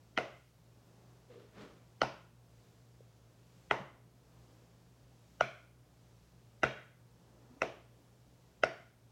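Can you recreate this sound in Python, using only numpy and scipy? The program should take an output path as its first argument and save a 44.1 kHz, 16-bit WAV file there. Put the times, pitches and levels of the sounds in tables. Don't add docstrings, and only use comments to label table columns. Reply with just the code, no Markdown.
import sys
import numpy as np
from scipy import signal
from scipy.fft import rfft, irfft, next_fast_len
from scipy.io import wavfile
from scipy.ndimage import uniform_filter1d

SR = 44100
rng = np.random.default_rng(int(sys.argv[2]) if len(sys.argv) > 2 else 0)


def nominal_scale(level):
    x = np.asarray(level, float) / 20
    return 10 ** x


def wav_record(signal):
    frames = np.transpose(np.atleast_2d(signal))
    bounded = np.clip(frames, -1, 1)
    quanta = np.round(bounded * 32767).astype(np.int16)
    wavfile.write(sys.argv[1], SR, quanta)


N = 401751
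LENGTH = next_fast_len(N, real=True)
RISE_S, GRIP = 0.0018, 1.9


def shaped(gain):
    noise = irfft(rfft(rng.standard_normal(LENGTH)) * gain, LENGTH)
    return noise / noise.std()


def colour(points, hz):
    f, db = np.transpose(points)
    return nominal_scale(np.interp(np.log(hz + 1), np.log(f), db))


def bell(hz, centre_hz, width_hz):
    return 1 / (1 + ((hz - centre_hz) / (width_hz / 2)) ** 2)


def ring(hz, db, t60, rise, phase=0., grip=1.):
    t = np.arange(int(1.2 * t60 * SR)) / SR
    build_up = 1 - np.exp(-(t / rise) ** 2)
    decay = np.exp(-np.log(1000) * (t / t60) ** grip)
    shape = build_up * decay
    return nominal_scale(db) * shape / shape.max() * np.sin(2 * np.pi * hz * t + phase)


def add(out, s, x):
    i = max(int(s * SR), 0)
    out[i:i + len(x)] += x[:len(out) - i]


def detune(spread):
    return 1 + spread * rng.standard_normal()


# start in seconds, low boom in dB, seat thud in dB, rim ring in dB,
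# air puff in dB.
POPS = [
    (0.177, -49, -35, -53, -29.5),
    (2.018, -42, -33.5, -38.5, -29),
    (3.71, -45, -33.5, -23, -29.5),
    (5.408, -44, -45, -28, -30),
    (6.633, -38, -28, -31, -27.5),
    (7.619, -50.5, -73, -35, -30.5),
    (8.635, -49, -53, -40.5, -30.5),
]
# centre in seconds, spread in seconds, mid hiss in dB,
# treble hiss in dB.
ARM_SHIFTS = [
    (.45, 0.12, -2.5, 2),
    (1.05, 0.24, 3.5, 1.2),
    (2.62, 0.15, .7, 2.5),
    (3.6, .15, 0.6, 3),
    (3.921, .1, 5.5, -1.5),
    (4.48, 0.21, 3.5, 2.5),
    (5.35, .2, 0.2, 2.5),
    (6.15, 0.21, -0.3, 1),
    (7.5, .3, 4.5, 0.5),
    (8.0, 0.093, 3, 2.5),
]


def suppressor(t):
    duck = 0
    for s, *_ in POPS:
        late = t - s - 0.3
        duck = duck + np.exp(-(late / np.where(late > 0, 0.2, 0.08)) ** 2)
    mid_db, treble_db = 0, 0
    for s, spread_s, shift_mid_db, shift_treble_db in ARM_SHIFTS:
        opening = np.exp(-((t - s) / spread_s) ** 2)
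        mid_db = mid_db + shift_mid_db * opening
        treble_db = treble_db + shift_treble_db * opening
    top_db = 0.48 * treble_db
    return mid_db - 1.5 * duck, treble_db - 2.5 * duck, top_db


# frequency in Hz, density in dB per Hz.
HISS_COLOUR = [(25, -34), (40, -10), (60, -12), (90, -13), (170, -11), (250, -13.5), (530, -17),
               (1200, -25.5), (2000, -30.5), (4000, -32), (5700, -32), (7800, -35), (8400, -37),
               (16000, -41)]


def room_hiss(t, hz):
    mid_db, treble_db, top_db = suppressor(t)
    gain = colour(HISS_COLOUR, hz)
    share = np.sum(gain[(hz > 2000) & (hz < 7000)] ** 2) / np.sum(gain ** 2)
    hiss = rfft(shaped(gain)) * nominal_scale(-78) / np.sqrt(share)
    crossover = 1 / (1 + (hz / 1600) ** 4)
    mid = crossover * (hz > 190)
    treble = (1 - mid) * (hz > 190) * (hz < 8000)
    top = (1 - mid) * (hz >= 8000)
    out = irfft(hiss * (hz <= 190), LENGTH)
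    out += irfft(hiss * mid, LENGTH) * nominal_scale(mid_db + 0.33)
    out += irfft(hiss * treble, LENGTH) * nominal_scale(treble_db + 0.42)
    out += irfft(hiss * top, LENGTH) * nominal_scale(top_db - 0.3)
    return out


# pitch in Hz, steady part in dB, wavering part in dB, width of the waver in Hz.
HUM = [(60.5, -74.5, -79, 13), (119.6, -66, -72.5, 25), (169.4, -77.5, -78, 15)]


def mains_hum(hz):
    out = np.zeros(LENGTH)
    for f, steady_db, waver_db, width_hz in HUM:
        pitch = 1 + 0.02 * shaped(bell(hz, 0, 6))
        out += nominal_scale(steady_db) * np.sqrt(2) * np.sin(2 * np.pi * f * np.cumsum(pitch) / SR)
        out += nominal_scale(waver_db) * shaped(bell(hz, f, width_hz))
    return out


# flip in seconds, pitch in Hz, level in dB.
LEAD_TONES = [(.175, 2200, -37.5), (.173, 3200, -42.5), (2.0165, 2200, -41), (2.012, 3100, -47),
              (3.710, 3300, -42.5), (5.408, 3000, -39), (6.6325, 2100, -37), (7.6185, 2200, -40.5),
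              (8.6345, 3100, -37)]


def lead_tones():
    out = np.zeros(LENGTH)
    for s, hz, db in LEAD_TONES:
        tone = ring(hz, db + 1.0, 0.018, 0.00051)[::-1]
        add(out, s + 0.0011 - len(tone) / SR, tone)
    return out


def lead_in(x):
    n = int(0.014 * SR)
    swell = rng.standard_normal(n) * np.linspace(0.3, 1, n) * nominal_scale(-23.5) / np.sqrt(n)
    return signal.fftconvolve(x, swell)[n - 1:]


# start in seconds, lowest mode in dB, lowest mode in Hz,
# second mode in relative dB, upper modes in relative dB.
SNAPS = [(0.175, -25.5, 722, 1, 4), (0.184, -24.5, 670, -5.5, -1.5), (2.016, -23.5, 585, 3.5, -2.5),
         (2.025, -34, 477, 0.5, -13.5), (2.032, -24, 753, -14.5, -16), (3.71, -23, 630, 2, 4.5),
         (3.719, -31.5, 510, -0.5, -5.5), (5.408, -17, 648, 0, -11), (5.419, -36.5, 590, 6, -5.5),
         (6.632, -22.5, 698, -1, -0.5), (6.638, -25, 630, 8, 0), (6.647, -40.5, 615, -12.5, 10.5),
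         (7.618, -24.5, 576, 1.5, -1), (7.627, -37, 512, -8, -5), (7.631, -27.5, 670, -13, -8.5),
         (8.635, -17, 647, 0, -3), (8.644, -38.5, 583, -4, -9)]
# frequency in Hz, t60 in seconds.
SECOND = (1391, 0.0098)
# frequency in Hz, level in dB, t60 in seconds.
UPPER = [(2010, -3, .011), (2490, -9, 0.0084)]
# frequency in Hz, level in dB, t60 in seconds.
CRACK = [(3960, 2.5, 0.0051), (5230, -1, 0.0088), (5970, 0.5, 0.0047)]
# cap mode in Hz, cap mode in dB,
# bright mode in Hz, bright mode in dB, crack in dB.
UPWARDS = [(2970, -27.5, 4290, -37.5, -30.5), (2940, -26.5, 4300, -30, -25), (3000, -29, 4200, -42.5, -45),
           (2780, -29.5, 5900, -40.5, -32.5), (2710, -26, 5900, -41, -35.5),
           (2606, -27.5, 5680, -39.5, -38), (2686, -24, 4930, -40, -27.5)]
REBOUND_CRACKS = [-35, -42.5, -35.5, -43, -53, -32, -43.5, -41, -53, -33.5]
# frequency in Hz, level over the crack in dB, t60 in seconds.
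TICK = (8400, -27, .003)


def snaps():
    out = np.zeros(LENGTH)
    rebound_cracks = iter(REBOUND_CRACKS)
    for s, db, hz, second_db, upper_db in SNAPS:
        since = s - np.array(POPS)[:, 0]
        pop = np.argmin(abs(since))
        is_rebound = since[pop] >= 0.004
        crack_db = next(rebound_cracks) if is_rebound else UPWARDS[pop][4]
        if is_rebound:
            cap_hz = UPWARDS[pop][0] * detune(0.03)
            add(out, s, ring(TICK[0] * detune(0.03), crack_db + TICK[1] + 11, TICK[2], RISE_S / 2))
            add(out, s, ring(cap_hz, crack_db - 5.5, 0.011, RISE_S / 2, 0., GRIP))
        add(out, s + 0.00065, ring(hz, db, 0.014, 0.0021, np.pi, GRIP))
        add(out, s, ring(SECOND[0] * detune(0.031), db + second_db, SECOND[1], RISE_S, 0., GRIP))
        for k, (f, d, t60) in enumerate(UPPER):
            add(out, s, ring(f * detune(0.018), db + upper_db + d, t60, RISE_S / 2, np.pi * k, GRIP))
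        for k, (f, d, t60) in enumerate(CRACK):
            add(out, s, ring(f * detune(0.035), crack_db + d - 12.5, t60, RISE_S / 2, np.pi * k, GRIP))
    return out


RIMS_HZ = [885, 830, 880, 954, 996, 1010, 1045]
THUDS_HZ = [300, 260, 395, 300, 374, 270, 290]


def thuds_and_rims():
    out = np.zeros(LENGTH)
    for (s, _, thud_db, rim_db, _), rim_hz, thud_hz in zip(POPS, RIMS_HZ, THUDS_HZ):
        add(out, s, ring(thud_hz, thud_db, 0.021, RISE_S, 0., GRIP))
        add(out, s, ring(rim_hz, rim_db - 0.5, 0.012, RISE_S, 0., GRIP))
    return out


def modes(per_pop, t60):
    out, times = np.zeros(LENGTH), np.array(SNAPS)[:, 0]
    rise = min(RISE_S * 0.8, t60 / 4)
    for (s, *_), pairs in zip(POPS, per_pop):
        flip_s = times[times > s - 0.004][0]
        for hz, db in pairs:
            add(out, flip_s + 0.0002, ring(hz, db, t60, rise, 0., GRIP))
    return out


def upward_modes():
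    return modes([(row[0:2], row[2:4]) for row in UPWARDS], 0.0075)


# frequency in Hz, density in dB per Hz.
PUFF_COLOUR = [(100, -6), (250, -2.5), (500, 0), (1000, -5), (2500, -12), (3800, -19), (6300, -25.5),
               (7500, -36.5), (11000, -46), (16000, -56)]


def puffs(hz):
    gate, pulse, t = np.zeros(LENGTH), np.zeros(LENGTH), np.arange(SR // 20) / SR
    peak_s = 0.001751
    for s, *_, puff_db in POPS:
        add(gate, s, nominal_scale(puff_db) * t / peak_s * np.exp(1 - (t / peak_s) ** 2))
        pulse[int((s + peak_s) * SR)] = nominal_scale(puff_db + 19.5)
    both = np.array([gate * rng.standard_normal(LENGTH), pulse * nominal_scale(7.5)])
    return irfft(rfft(both) * colour(PUFF_COLOUR, hz), LENGTH) * nominal_scale(14.0)


# ring share in dB, low mode in Hz, low mode in dB,
# favoured mode in Hz, favoured mode in dB.
SIDEWAYS = [(-11, 640, -32, 2050, -32), (-5, 530, -27.5, 820, -25), (-6.5, 900, -26, 1990, -29.5),
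            (-2, 500, -24, 2240, -29.5), (-2, 1560, -26, 1950, -27), (-9, 545, -34, 2000, -49),
            (-2.5, 586, -26, 2026, -29)]
# frequency in Hz, level in dB.
SKIRTS = [(4400, -40), (4800, -31), (2300, -42.5), (3540, -35), (3160, -29), (5400, -44), (4930, -35)]
# start in seconds, frequency in Hz, level in dB.
LATE_TICKS = [
    (6.755, 1520, -42),
    (6.76, 2000, -41),
]


def sideways_modes():
    out = modes([(row[1:3], row[3:5]) for row in SIDEWAYS], 0.0065)
    out += modes([[row] for row in SKIRTS], 0.0016) * nominal_scale(3.5)
    for s, f, db in LATE_TICKS:
        add(out, s, ring(f, db, 0.0067, RISE_S))
    return out


# centre in Hz, t60 in seconds, level in dB.
ROOM = [(90, .5, -4.5), (183, 0.33, -4), (353, 0.36, 3.5), (670, 0.43, 3.5), (1385, 0.48, 1.5),
        (2800, 0.48, 3.5), (5900, 0.38, 1), (11000, 0.27, 4)]


def room(x):
    t = np.arange(SR) / SR
    hz, tail = np.fft.rfftfreq(SR, 1 / SR), 0
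    for f, t60, db in ROOM:
        octave = np.cos(np.pi / 2 * np.clip(np.log2((hz + 1) / f), -1, 1)) ** 2
        band = irfft(rfft(rng.standard_normal(SR)) * octave, SR)
        tail = tail + nominal_scale(db) * band * np.exp(-np.log(1000) * t / t60) / np.sqrt(t60)
    first_paths = np.clip(t / 0.004, 0, 1) ** 2
    tail *= first_paths * nominal_scale(-5.5) * np.sqrt(2 * np.log(1000) / SR)
    return signal.fftconvolve(x, tail)[:LENGTH]


# frequency in Hz, level in dB, t60 in seconds.
BOOM = [(62, -6.5, 0.1), (131.5, -2.5, .35), (213.5, -8.5, 0.33)]


def booms():
    out = np.zeros(LENGTH)
    for s, boom_db, *_ in POPS:
        for f, d, t60 in BOOM:
            add(out, s, ring(f, boom_db + d, t60, 0.0093))
    return out


def stroke(t, s, rise, hold, db, fade_db_s):
    fade_db = fade_db_s * np.maximum(t - s - rise - hold, 0)
    return nominal_scale(db - fade_db) * np.clip((t - s) / rise, 0, 1) ** 2


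# start in seconds, build-up in seconds, hold in seconds,
# seat ring in dB, rustle in dB.
DRAGS = [
    (1.284, 0.02, .11, -57.5, -75.5),
    (1.507, 0.074, 0.06, -65, -62),
]
# frequency in Hz, density in dB per Hz.
RUB_COLOUR = [(120, -9.5), (200, 2.5), (350, -3), (550, -2), (800, -11.5), (1200, -9), (2500, -18.5),
              (5000, -25), (8000, -34), (11000, -48.5)]


def drags(t, hz):
    roughness = uniform_filter1d(rng.standard_normal(LENGTH), size=220) * np.sqrt(220)
    grain = nominal_scale(1.5 * roughness)
    seat = shaped(bell(hz, 450, 130))
    leather = shaped(colour(RUB_COLOUR, hz))
    skin = irfft(rfft(leather) * bell(hz, 3300, 2800), LENGTH)
    out = np.zeros(LENGTH)
    for (s, rise, hold, seat_db, rustle_db), skin_db in zip(DRAGS, (8.5, -7.5)):
        out += seat * stroke(t, s, rise, hold, seat_db, 145)
        rustle = skin * stroke(t, s, rise, hold, rustle_db + 5.0 + skin_db, 97)
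        rustle += leather * stroke(t, s, rise, hold, rustle_db + 7.0, 97)
        out += grain * rustle
    return out


# start in seconds, level in dB, frequency in Hz.
TAPS = [
    (3.005, -49.5, 480),
    (7.345, -68, 200),
    (7.382, -73, 299),
    (7.536, -54, 170),
]
# start in seconds,
# level in dB, frequency in Hz, t60 in seconds.
THUMPS = [
    (3.792, -46.5, 137.5, 0.24),
    (3.8, -43.5, 192, .05),
    (7.497, -55.5, 250, 0.089),
    (7.56, -57, 270, 0.067),
]


def taps_and_thumps():
    out = np.zeros(LENGTH)
    for s, db, f in TAPS:
        add(out, s, ring(f, db, 0.015, 0.0028))
    for s, db, f, t60 in THUMPS:
        add(out, s, ring(f, db, t60, 0.013))
    return out


def scene():
    t, hz = np.arange(LENGTH) / SR, np.fft.rfftfreq(LENGTH, 1 / SR)
    background = room_hiss(t, hz) + mains_hum(hz)
    rings = snaps() + thuds_and_rims()
    air, pulse = puffs(hz)
    pops = rings + air + upward_modes()
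    share_db = np.interp(t, np.array(POPS)[:, 0], np.array(SIDEWAYS)[:, 0])
    to_walls = rings * nominal_scale(share_db - 8.5) + pulse + sideways_modes() * nominal_scale(3.5)
    pops_in_room = lead_tones() + lead_in(pops) + pops + room(to_walls) + booms()
    hand = drags(t, hz) + taps_and_thumps()
    return (background + pops_in_room + hand)[None, :N]


def top_cut(x):
    return signal.sosfilt(signal.butter(12, 16340, fs=SR, output="sos"), x)


def record(dry):
    bass_cut = signal.butter(3, 44, "high", fs=SR, output="sos")
    mix = signal.sosfilt(bass_cut, dry)
    return top_cut(mix)


dry = scene()
out = record(dry)
wav_record(out)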